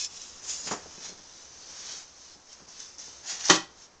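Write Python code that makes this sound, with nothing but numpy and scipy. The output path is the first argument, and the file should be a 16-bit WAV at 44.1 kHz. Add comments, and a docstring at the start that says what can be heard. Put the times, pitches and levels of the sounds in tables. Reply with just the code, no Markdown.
"""Dry, papery rasps: a cat rakes a corrugated cardboard pad, its claws snapping over the ridges.
It shifts its weight so that the pad bumps its tray, and shuffles off. After some light brushing, a hand
slides the pad along and presses it home with a sharp knock that rings the tray. The rubbing is tiny
fibre slips over smooth hiss; the hits are noise bursts coloured by the board. A small room with a hard
floor answers the hits, over a faint bed of air."""
import sys
import numpy as np
from scipy import signal
from scipy.fft import rfft, irfft
from scipy.io import wavfile
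from scipy.ndimage import uniform_filter1d, minimum_filter1d

SR = 44100
rng = np.random.default_rng(int(sys.argv[2]) if len(sys.argv) > 2 else 0)


def put_to_file(sound):
    """Save the sound as 16-bit audio at rate SR, in the file named by the first command-line argument."""
    columns = np.atleast_2d(sound).T  # one column per channel
    safe = np.clip(columns, -1, 1)
    whole_steps = np.round(safe * 32767)
    wavfile.write(sys.argv[1], SR, whole_steps.astype(np.int16))


N = 176400
TOP_HZ = 8900

# the pad's body when rubbed: freq_hz, level_db
PAD_BODY = [(80, -17.5), (200, -7), (450, -3), (750, -3.5), (1100, -1.5), (1700, 1), (2400, -3.5),
            (4000, -25)]
# hiss of a soft rub: freq_hz, level_db
SOFT_HISS = [(1500, -37), (2600, -17), (3600, -12.5), (4500, -10), (5500, -4.5), (6200, -2.5), (6900, -9),
             (7800, -20.5), (8900, -41)]


def amp(db):
    """Decibels to gain."""
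    return 10 ** (np.asarray(db) / 20)


def unit(x):
    """Scale to rms 1."""
    return x / np.sqrt(np.mean(x ** 2) + 1e-20)


def along(points, hz):
    """Read a curve of (freq_hz, value) points on a log axis."""
    freqs, values = np.transpose(points)
    return np.interp(np.log(hz + 1), np.log(freqs + 1), values)


def level(rows):
    """Gain envelope from (time_s, level_db) points, silent beyond them."""
    s, db = np.transpose(rows)
    return uniform_filter1d(amp(np.interp(np.arange(N) / SR, s, db, left=-120, right=-120)), size=64)


def coloured(x, spectrum):
    """Equalise x and cut it above TOP_HZ, at rms 1."""
    hz = np.fft.rfftfreq(len(x), 1 / SR)
    return unit(irfft(rfft(x) * amp(along(spectrum, hz)) * (hz < TOP_HZ), len(x)))


def through(x, spectrum):
    """Give x this spectrum with a minimum-phase filter, which keeps the attack crisp."""
    n = len(x)
    own = np.abs(uniform_filter1d(np.abs(rfft(x)) ** 2, size=24)) ** .5 + 1e-9
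    wanted = amp(along(spectrum, np.fft.rfftfreq(n, 1 / SR)))
    cepstrum = irfft(np.log(wanted / own), n)
    cepstrum[1:n // 2] *= 2
    cepstrum[n // 2 + 1:] = 0
    return irfft(rfft(x) * np.exp(rfft(cepstrum)), n)


def burst(spectrum, attack_s, t60_s, cutoff_hz=TOP_HZ):
    """One contact: a short noise burst coloured by the board, dulled above cutoff_hz."""
    t = np.arange(SR // 4) / SR
    push = (1 - np.exp(-t / attack_s)) * np.exp(-np.log(1000) * t / t60_s)
    board = through(push * rng.standard_normal(len(t)), spectrum)
    dulled = signal.sosfilt(signal.butter(3, cutoff_hz, fs=SR, output="sos"), board)
    return unit(dulled) * np.sqrt(np.mean(push ** 2))


def friction(spectrum, smooth_share=0.53, slips_per_s=1400, spread_db=0.5):
    """Paper fibres slipping: tiny random clicks over a smooth rub."""
    slips = (rng.random(N) < slips_per_s / SR) * rng.choice([-1, 1], N)
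    slips = unit(slips * amp(spread_db * np.minimum(rng.exponential(size=N), 4)))
    rub = rng.standard_normal(N)
    return coloured(np.sqrt(1 - smooth_share) * slips + np.sqrt(smooth_share) * rub, spectrum)


def patchy(x, flicker_db=4):
    """The hiss flickers in shallow, random patches of colour."""
    bands = signal.stft(x, nperseg=2048)[2]
    patches = uniform_filter1d(rng.standard_normal(bands.shape), size=2, axis=0)
    patches = unit(uniform_filter1d(patches, size=8, axis=1))
    return unit(signal.istft(bands * amp(flicker_db * patches), nperseg=2048)[1][:N])


def strokes(curves, hiss, body, body_db, body_exponent, smooth_share):
    """Rubbing on the pad: the paper hisses and the body follows less steeply."""
    effort = sum(level(c) for c in curves)
    body_gain = amp(body_db) * effort.max() * np.abs(effort / effort.max()) ** body_exponent
    return effort * patchy(friction(hiss, smooth_share)) + body_gain * friction(body)


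def claw_rakes():
    """Claws scratch the paper in short, bright strokes."""
    curves = [
        [(0.0, -32), (0.018, -34), (0.042, -36), (0.048, -30.5), (0.082, -51), (0.1, -50)],
        [(0.1, -48), (0.154, -44), (0.172, -40.5), (0.188, -47), (0.23, -42.5), (0.268, -46.5), (0.41, -50)],
    ]  # one envelope a stroke: time_s, level_db
    hiss = [(1500, -35), (2500, -12), (3300, -10), (4400, -9), (5300, -0.5), (6300, -3), (7100, -2.5),
            (7900, -20.5), (8900, -26)]  # claws on paper: freq_hz, level_db
    return strokes(curves, hiss, PAD_BODY, body_db=-26.5, body_exponent=0.37, smooth_share=0.58)


def edge_snaps():
    """Edges of the corrugation catch and let go."""
    snaps = [(0.044, -47), (.161, -52), (0.216, -35), (0.488, -44), (0.66, -44), (.673, -47), (1.054, -47),
             (1.093, -52), (2.528, -42), (2.685, -40.5), (2.801, -34.5), (2.9825, -35), (3.453, -21),
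             (3.484, -27)]  # paper edges: start_s, level_db
    colour = [(300, -34), (1500, -14), (2600, -31.5), (4000, -9.5), (6000, 13), (7200, -3), (8000, -14),
              (9000, -30)]  # a thin, bright tick: freq_hz, level_db
    out = np.zeros(N)
    for s, db in snaps:
        add(out, s, amp(db) * burst(colour, attack_s=0.00074, t60_s=0.039))
    return out


def claw_pull():
    """Claws drag through the pad in one long, surging rasp."""
    curves = [
        [(0.41, -53), (0.444, -41), (0.474, -40), (0.5, -30), (0.628, -42.5), (0.678, -33.5), (0.698, -43),
         (0.718, -34), (0.768, -46.5), (0.82, -51.5)],
    ]  # stroke envelope: time_s, level_db
    hiss = [(1500, -33), (2500, -16), (3300, -13), (4300, -10.5), (5200, -3.5), (6200, -1.5), (7100, 0),
            (7700, -16.5), (8900, -29.5)]  # dragging claws: freq_hz, level_db
    return strokes(curves, hiss, PAD_BODY, body_db=-23, body_exponent=0.3, smooth_share=0.74)


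def soft_bumps():
    """Paws and fingers land and the pad rocks against its tray."""
    bumps = [(0.662, -37, 450, 0.041), (.669, -32, 2400, 0.14), (0.7098, -25, 1370, 0.13),
             (0.727, -32, 1300, 0.11), (.857, -38.5, 690, 0.057), (.976, -42.5, 450, 0.062),
             (1.059, -45.5, 900, .05), (1.089, -49.5, 600, 0.24), (1.118, -48.5, 384, 0.083),
             (1.19, -47, 346, 0.046), (2.354, -49.5, 600, 0.063), (2.568, -52, 2030, 0.054),
             (2.596, -48.5, 1610, 0.11), (2.618, -43.5, 292, 0.042), (2.677, -48.5, 1140, 0.066),
             (3.077, -44, 1010, 0.042), (3.321, -51, 503, 0.072)]  # soft contacts: start_s, level_db, cutoff_hz, t60_s
    colour = [(40, -30), (90, -14), (170, 0), (260, -5), (390, -1), (560, -3.5), (830, -0.5), (1250, -3),
              (2000, -2.5), (6000, 12)]  # the thud before its low-pass: freq_hz, level_db
    out = np.zeros(N)
    for s, db, hz, t60 in bumps:
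        add(out, s, amp(db) * burst(colour, attack_s=0.0031, t60_s=t60, cutoff_hz=hz))
    return out


def paw_shuffles():
    """Paws rub the paper as the cat steps off."""
    curves = [
        [(0.82, -49), (0.862, -51.5), (1.002, -46), (1.06, -37), (1.074, -43.5), (1.092, -41), (1.158, -53.5),
         (1.2, -51)],
        [(1.2, -54), (1.444, -49.5), (1.502, -52.5), (1.91, -38.5), (2.028, -45.5), (2.054, -53.5),
         (2.094, -54.5), (2.1, -52)],
    ]  # one envelope a stroke: time_s, level_db
    return strokes(curves, SOFT_HISS, PAD_BODY, body_db=-13.5, body_exponent=0.91, smooth_share=0.52)


def light_brushes():
    """Light touches whisper across the pad."""
    curves = [
        [(2.1, -55), (2.256, -50.5), (2.34, -51), (2.37, -57), (2.444, -61.5), (2.534, -47), (2.558, -55),
         (2.66, -55.5)],
        [(2.66, -65), (2.68, -52), (2.792, -47), (2.802, -42.5), (2.974, -57), (2.984, -55), (2.99, -44),
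         (3.23, -52.5)],
        [(3.7, -63), (3.752, -62), (3.786, -53.5), (3.808, -55), (3.824, -49.5), (3.866, -56.5), (3.882, -65),
         (4.0, -74)],
    ]  # one envelope a stroke: time_s, level_db
    return strokes(curves, SOFT_HISS, PAD_BODY, body_db=-13.5, body_exponent=0.93, smooth_share=0.7)


def pad_slide():
    """A hand pushes the pad along with a grainy scrape."""
    curves = [
        [(3.23, -52), (3.3, -32), (3.39, -41.5), (3.41, -36.5), (3.436, -39), (3.454, -32), (3.476, -33),
         (3.488, -24.5)],
    ]  # stroke envelope: time_s, level_db
    hiss = [(1500, -31), (2600, -6.5), (3500, -9), (4500, -4), (5500, -0.5), (6100, 2.5), (6900, -2),
            (7800, -16.5), (8900, -33.5)]  # sliding cardboard: freq_hz, level_db
    body = [(100, -16.5), (400, -12), (750, 3.5), (1200, -1), (1900, 6.5), (2400, -9), (4000, -26.5)]  # the moving pad's body: freq_hz, level_db
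    return strokes(curves, hiss, body, body_db=-14, body_exponent=0.82, smooth_share=0.28)


def tray_knock(ring_db=-16, ring_attack_s=0.00066):
    """The pad drops into the tray in quick contacts; the hardest sets both ringing."""
    contacts = [(3.4912, -32, 7000), (3.4971, -10.5, 793), (3.4989, -8, 7550), (3.5019, -9, 2400),
                (3.506, -20, 1630), (3.5113, -25, 6000)]  # pad on tray: start_s, level_db, cutoff_hz
    colour = [(30, -17), (90, -13.5), (180, -0.5), (250, -8), (330, 10), (480, -5), (720, -4.5), (950, 2.5),
              (1200, -1), (1950, 7.5), (2400, -17), (3200, 3.5), (4900, -2.5), (6000, 12), (6700, -5),
              (7600, -12), (9000, -30)]  # a hard clack: freq_hz, level_db
    modes = [(134.4, -11, 0.33), (183.7, -5.5, 0.28), (317, -0.5, .19), (374, -4, .18), (580.4, 6.5, 0.054),
             (1023, -1, 0.056), (1140, -4, 0.18), (1254, 1.5, 0.18), (1400, -6, 0.11), (1540, -29, 0.11),
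             (1930, -1, 0.14), (3094, 7.5, .1), (3106, -7.5, .1), (3595, 0, .1)]  # pad and tray resonances: pitch_hz, level_db, t60_s
    out, t = np.zeros(N), np.arange(SR // 2) / SR
    for s, db, hz in contacts:
        add(out, s, amp(db) * burst(colour, attack_s=0.00012, t60_s=0.035, cutoff_hz=hz))
    ring = sum(amp(db) * np.exp(-np.log(1000) * t / t60) * np.sin(2 * np.pi * (hz * t + rng.random()))
               for hz, db, t60 in modes)
    hardest_s, hardest_db, _ = max(contacts, key=lambda row: row[1])
    add(out, hardest_s, amp(hardest_db + ring_db) * ring * (1 - np.exp(-t / ring_attack_s)))
    return out


def seating_scrape():
    """The pad's sides scrape down the tray walls."""
    curve = [(3.488, -33), (3.504, -14), (3.53, -25.5), (3.565, -27), (3.58, -46), (3.592, -58),
             (3.66, -72)]  # scrape envelope: time_s, level_db
    colour = [(50, -24), (100, -18.5), (300, -7), (600, -1.5), (1000, -1.5), (2000, -10), (2400, -5),
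              (3200, -8), (4500, -2), (6200, -4), (7000, -4.5), (7800, -19.5), (9000, -36)]  # a broad rasp: freq_hz, level_db
    return level(curve) * patchy(friction(colour))


def room_echo(x, wall_delay_s=0.006):
    """A short, dense echo whose top treble dies first."""
    decay = [(100, 0.24), (300, 0.3), (1000, 0.27), (4000, .27), (8000, 0.23)]  # reverb time: freq_hz, t60_s
    hz, t, bands = signal.stft(rng.standard_normal(SR // 2), SR, nperseg=256)
    fade = np.exp(-np.log(1000) * t / along(decay, hz)[:, None])
    tail = signal.istft(bands * fade, SR, nperseg=256)[1]
    response = np.pad(tail / np.linalg.norm(tail), (round(wall_delay_s * SR), 0))
    return signal.fftconvolve(x, response)[:N]


def room_air():
    """Faint room noise swells and sinks under everything."""
    colour = [(20, 2.5), (45, -13), (65, 7), (100, -3), (200, -3), (400, -1.5), (800, -2.5), (1000, -1.5),
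              (1200, -4), (2500, -11.5), (4000, -12), (6000, -3.5), (7500, -17.5), (8900, -36.5)]  # rumble and hiss: freq_hz, level_db
    swell = [(0, -56.5), (.8, -52), (1.4, -57.5), (1.95, -55.5), (2.15, -59), (2.9, -58.5), (3.3, -54.5),
             (4, -59)]  # slow envelope: time_s, level_db
    return level(swell) * coloured(rng.standard_normal(N), colour)


def add(track, start_s, sound):
    """Mix a sound in at a time."""
    part = track[round(start_s * SR):][:len(sound)]
    part += sound[:len(part)]


def scene(echo_db=-9):
    """Dry strokes, hits with their echo, and room air, in mono."""
    rubs = claw_rakes() + claw_pull() + paw_shuffles() + light_brushes() + pad_slide()
    hits = edge_snaps() + soft_bumps() + tray_knock() + seating_scrape()
    return (rubs + hits + room_air() + amp(echo_db) * room_echo(hits))[None]


def record(dry, ceiling=0.78):
    """A fast limiter holds the highest peaks, then a steep low-pass closes the top."""
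    needed = np.minimum(1, ceiling / (np.abs(dry) + 1e-9))
    gain = uniform_filter1d(minimum_filter1d(needed, size=129), size=64)
    return signal.sosfilt(signal.butter(20, TOP_HZ, fs=SR, output="sos"), dry * gain)


dry = scene()
out = record(dry)
put_to_file(out)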